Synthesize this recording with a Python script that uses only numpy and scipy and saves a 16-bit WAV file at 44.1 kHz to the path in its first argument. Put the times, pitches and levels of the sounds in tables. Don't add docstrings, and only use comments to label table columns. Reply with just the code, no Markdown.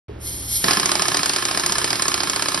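import sys
import numpy as np
from scipy import signal
from scipy.fft import rfft, irfft
from scipy.io import wavfile
from scipy.ndimage import uniform_filter1d

SR = 44100
rng = np.random.default_rng(int(sys.argv[2]) if len(sys.argv) > 2 else 0)


def to_wav(s):
    ch = np.atleast_2d(s).T
    pcm = np.round(np.clip(ch, -1, 1) * 32767)
    wavfile.write(sys.argv[1], SR, pcm.astype(np.int16))


N = 114660

# frequency in Hz, relative level in dB.
HUM_LINES = [(53, -44.5), (70, -37.5), (111, -40.5)]
# time in seconds, gain in dB.
BACKGROUND_GAIN = [(.6, -1), (.78, -13.5)]
DULL_RUMBLE_GAIN = [(.12, -41.5), (.55, -47)]
VALVE_GAIN = [(.17, -80), (.215, -37.5), (.275, -24.5), (.33, -27.5), (.47, -29.5), (.52, -20.5),
              (.57, -15), (.595, -21.5), (.9, -40), (2.6, -40.5)]
EXHAUST_GAIN = [(.17, -78), (.23, -46), (.58, -43.5), (.68, -20), (.8, -26), (1.4, -27), (2.6, -29)]
# frequency in Hz, relative density in dB.
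RUMBLE_SPECTRUM = [(20, -13), (55, -9.5), (400, -17.5), (3000, -31), (10000, -51.5)]
ROOM_SPECTRUM = [(1000, 2), (10000, 0.5)]
VALVE_SPECTRUM = [(300, -48), (1600, -19), (2200, 1), (2650, -16), (3200, -0.5), (5000, 4), (10800, 9)]
EXHAUST_SPECTRUM = [(45, -18), (125, 4.5), (220, -7), (350, 2.5), (550, -2), (1200, 0), (2000, -1.5),
                    (3600, -0.5), (5300, -3.5), (9000, -2), (12000, -7.5)]
KNOCK_SPECTRUM = [(60, -19), (170, 21.5), (700, -17), (2300, 4.5), (5500, -2), (12000, -1.5)]
CRACK_SPECTRUM = [(100, -20), (330, -10.5), (650, 4.5), (1000, 2), (3600, -1.5), (5000, 6.5), (6200, -3),
                  (12000, -20)]
TICK_SPECTRUM = [(4000, -9), (7000, 10), (9200, 1), (12000, -6.5)]
THUD_SPECTRUM = [(70, -23.5), (150, -2), (350, 3.5), (9000, -79)]
PASSAGE_MODES_HZ = [3200, 4220, 5300, 6750, 8750, 9750, 10750, 11550]
TIP_MODES_HZ = [8450, 9480]
STEEL_MODES_HZ = [290, 362, 412, 680, 910, 1059, 1218, 1331, 1573, 1715, 1830, 2255, 2520, 3130, 4100, 4400,
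                  4950, 5200]
# T60 in seconds, gain on a strike in dB, gain on a return in dB.
STEEL_RING = [(0.14, -20, -29), (0.17, -19.5, -16.5), (0.16, -27.5, -18.5), (0.0095, -1, -2.5),
              (0.16, -22.5, -29), (0.052, -13.5, -2), (0.21, -25.5, -16.5), (.091, -18.5, -9.5),
              (0.1, -19, -37), (0.046, -17.5, -1), (0.037, -16.5, -18.5), (0.069, -18.5, -11.5),
              (0.043, -21, -11.5), (0.017, -6, 0), (0.019, -5.5, 1), (0.012, -6.5, -16), (0.015, 4.5, -10),
              (0.021, -16, 5)]
# start in seconds, relative level in dB.
RETURN_STROKES = [(0.682, -4.5), (0.77, -6.5), (0.83, -11), (0.891, -8.5), (0.994, -8), (1.054, -11),
                  (1.117, -11.5), (1.192, -11), (1.384, -13), (1.423, -12), (1.484, -12.5), (1.546, -11.5),
                  (1.635, -10.5), (1.695, -11), (1.754, -10.5), (1.815, -13), (1.876, -13.5), (1.995, -11),
                  (2.054, -11), (2.116, -11), (2.176, -12.5), (2.272, -12), (2.332, -12.5), (2.394, -13),
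                  (2.457, -12.5), (2.518, -14), (2.575, -12)]
# start in seconds, relative level in dB, contact tick level in dB.
DOWN_STROKES = [(0.641, -2.5, -17), (0.708, -0.5, -28), (0.732, -5.5, -16), (0.797, -6, -12.5),
                (0.857, -6.5, -7.5), (0.916, -3.5, -10.5), (0.953, -5.5, -15), (1.02, -4.5, -11.5),
                (1.082, -5.5, -11), (1.144, -4, -16.5), (1.169, -6.5, -11.5), (1.231, -6.5, -16.5),
                (1.258, -6, -11), (1.294, -4.5, -13.5), (1.334, -8.5, -20), (1.361, -4.5, -17),
                (1.452, -6.5, -15), (1.511, -8, -35), (1.573, -7, -15), (1.596, -8.5, -20),
                (1.661, -7.5, -6.5), (1.721, -6, -10), (1.782, -7, -10.5), (1.843, -6, -15.5),
                (1.904, -6.5, -19), (1.929, -6.5, -17), (1.955, -11.5, -24.5), (2.021, -7, -11),
                (2.081, -6, -10), (2.141, -5.5, -13.5), (2.203, -7.5, -35), (2.233, -8.5, -17),
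                (2.297, -7.5, -14), (2.36, -6, -18.5), (2.422, -7, -16.5), (2.484, -7, -15),
                (2.544, -7, -14)]
# frequency in Hz, likeness from 0 to 1.
STEREO_LIKENESS = [(300, 1), (700, 0.11), (1900, 0.7), (2600, 0.27), (6800, 1), (11000, 0.96)]
# frequency in Hz, level in dB.
STEREO_BALANCE = [(300, -1.5), (680, -5.5), (1300, -6), (1900, 0.5), (4800, -4.5), (6000, 0)]
# frequency in Hz, phase in radians.
STEREO_PHASE = [(520, -1.4), (1100, 0), (1900, .1), (2800, 1), (5750, .5), (6400, 3), (8100, 3.2),
                (9400, 6.2)]

RISE_S = 0.00088
TIME_S = np.arange(N) / SR
BINS_HZ = np.arange(N // 2 + 1) * SR / N
LEFT_RIGHT = np.array([[1], [-1]])


def undb(db):
    return 10 ** (np.asarray(db) / 20)


def envelope(points):
    return undb(np.interp(TIME_S, *np.array(points).T))


def per_bin(points):
    hz, value = np.array(points).T
    return np.interp(np.log(BINS_HZ + 1), np.log(hz), value)


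def colour(x, spectrum, peaks_hz=(), peak_db=8, half_width_hz=170):
    peaks = sum(np.exp(-np.square((BINS_HZ - hz) / half_width_hz)) for hz in peaks_hz)
    gain = undb(per_bin(spectrum) + peak_db * peaks)
    cepstrum = irfft(np.log(gain / np.sqrt(np.mean(gain ** 2))), N)
    cepstrum[1:N // 2] *= 2
    cepstrum[N // 2 + 1:] = 0
    return irfft(rfft(x) * np.exp(rfft(cepstrum)), N)


def bass_taper(corner_hz=330):
    return 1 - np.exp(-(BINS_HZ / corner_hz) ** 2)


def noise():
    side_power = np.clip(1 - per_bin(STEREO_LIKENESS), 0, 1) * bass_taper() / 2
    mid, side = rfft(rng.standard_normal((2, N)))
    return irfft(mid * np.sqrt(1 - side_power) + LEFT_RIGHT * side * np.sqrt(side_power), N)


def waver(rate_hz):
    hold = int(SR / rate_hz)
    steps = np.repeat(rng.standard_normal(N // hold + 1), hold)
    smooth = uniform_filter1d(steps, hold)[:N]
    return smooth / smooth.std()


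def bursts(starts_s, levels_db, rise_s, decay_s):
    out, t = np.zeros(2 * N), np.arange(SR // 10) / SR
    shape = np.minimum(t / rise_s, 1) * np.exp(-np.maximum(t - rise_s, 0) / decay_s)
    for start_s, db in zip(starts_s, levels_db):
        at = int(start_s * SR)
        out[at:at + len(t)] += undb(db) * shape
    return out[:N]


def workshop(waver_db=1.4, waver_rad=.45, rumble_db=-41.5, bump_hz=416):
    hum = np.zeros(N)
    for hz, db in HUM_LINES:
        amplitude = np.sqrt(2) * undb(db + waver_db * waver(5.3))
        hum += amplitude * np.sin(2 * np.pi * hz * TIME_S + waver_rad * waver(6.2))
    rumble = undb(rumble_db) * colour(noise(), RUMBLE_SPECTRUM)
    bump_gain = bursts(starts_s=[.094], levels_db=[-28], rise_s=0.00099, decay_s=0.018)
    bump = bump_gain * np.sin(2 * np.pi * bump_hz * TIME_S)
    dull_rumble = colour(noise(), THUD_SPECTRUM) * envelope(DULL_RUMBLE_GAIN)
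    return (hum + rumble) * envelope(BACKGROUND_GAIN) + bump + dull_rumble


def room(x, t60_s=0.56, gain_db=-7, delay_s=.004):
    decay = np.exp(-np.log(1000) * TIME_S / t60_s) * (TIME_S > delay_s)
    tail = colour(noise() * decay, ROOM_SPECTRUM)
    tail /= np.sqrt(np.sum(tail ** 2) / 2)
    return undb(gain_db) * signal.fftconvolve(x.mean(0)[None], tail, axes=1)[:, :N]


def valve_air(flicker_db=.5):
    hiss = colour(noise(), VALVE_SPECTRUM, PASSAGE_MODES_HZ)
    return hiss * envelope(VALVE_GAIN) * undb(flicker_db * waver(90.0))


def exhaust_air(puff_db=6):
    starts_s = [row[0] for row in [*DOWN_STROKES, *RETURN_STROKES]]
    puffs = bursts(starts_s, np.zeros(len(starts_s)), rise_s=0.002, decay_s=0.005)
    return colour(noise(), EXHAUST_SPECTRUM) * envelope(EXHAUST_GAIN) * undb(puff_db * puffs)


def steel_ring(starts_s, levels_db, modes_db, gain_db=-6.5, contact_s=0.0017):
    scatter_hz, scatter_rad, roughness = 13, .6, .07
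    out, t = np.zeros((2, 2 * N)), np.arange(SR // 8) / SR
    hz, t60_s = np.array(STEEL_MODES_HZ)[:, None], np.array(STEEL_RING)[:, :1]
    fade = undb(modes_db)[:, None] * np.exp(-np.log(1000) * t / t60_s) * np.minimum(t / contact_s, 1)
    polarity_rad = np.pi * np.arange(len(hz))[:, None]
    for start_s, db in zip(starts_s, levels_db):
        detune, size, shift, skew = rng.standard_normal((4, len(hz), 1))
        modes = fade * np.exp(2j * np.pi * (hz + scatter_hz * detune) * t)
        stereo_rad = LEFT_RIGHT.T * skew * np.minimum(hz / 2500, .4)
        phase_rad = polarity_rad + scatter_rad * shift + stereo_rad
        weights = (1 + roughness * size) * np.exp(1j * phase_rad)
        at = int(start_s * SR)
        out[:, at:at + len(t)] += undb(db + gain_db) * (weights.T @ modes).imag
    return out[:, :N]


def piston_returns(knock_db=-15):
    starts_s, levels_db = np.array(RETURN_STROKES).T
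    ring = steel_ring(starts_s, levels_db, modes_db=np.array(STEEL_RING)[:, 2])
    knock = noise() * bursts(starts_s, levels_db + knock_db, RISE_S, decay_s=0.008)
    return ring + colour(knock, KNOCK_SPECTRUM)


def piston_strikes(crack_db=-10, thud_db=-32, first_thud_boost_db=18):
    starts_s, levels_db, ticks_db = np.array(DOWN_STROKES).T
    thuds_db = levels_db + thud_db
    thuds_db[0] += first_thud_boost_db
    ring = steel_ring(starts_s, levels_db, modes_db=np.array(STEEL_RING)[:, 1])
    crack = noise() * bursts(starts_s, levels_db + crack_db, RISE_S, decay_s=0.0057)
    tick = noise() * bursts(starts_s, ticks_db, RISE_S, decay_s=0.0037)
    thud = noise() * bursts(starts_s, thuds_db, RISE_S, decay_s=0.018)
    return (ring + colour(crack, CRACK_SPECTRUM) + colour(tick, TICK_SPECTRUM, TIP_MODES_HZ)
            + colour(thud, THUD_SPECTRUM))


def scene():
    blows = piston_strikes() + piston_returns()
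    mix = blows + room(blows) + valve_air() + exhaust_air() + workshop()
    side = LEFT_RIGHT / 2 * bass_taper()
    balance = undb(side * per_bin(STEREO_BALANCE))
    phase_rad = side * per_bin(STEREO_PHASE)
    return irfft(rfft(mix, N) * balance * np.exp(1j * phase_rad), N)


def record(dry):
    start_s, fade_s, ceiling, cutoff_hz = 0.082, 0.00091, .9, 11700
    fade_in = np.clip((TIME_S - start_s) / fade_s, 0, 1)
    rounded = ceiling * np.tanh(dry * fade_in / ceiling)
    return signal.sosfilt(signal.ellip(12, .2, 80, cutoff_hz, fs=SR, output="sos"), rounded)


dry = scene()
out = record(dry)
to_wav(out)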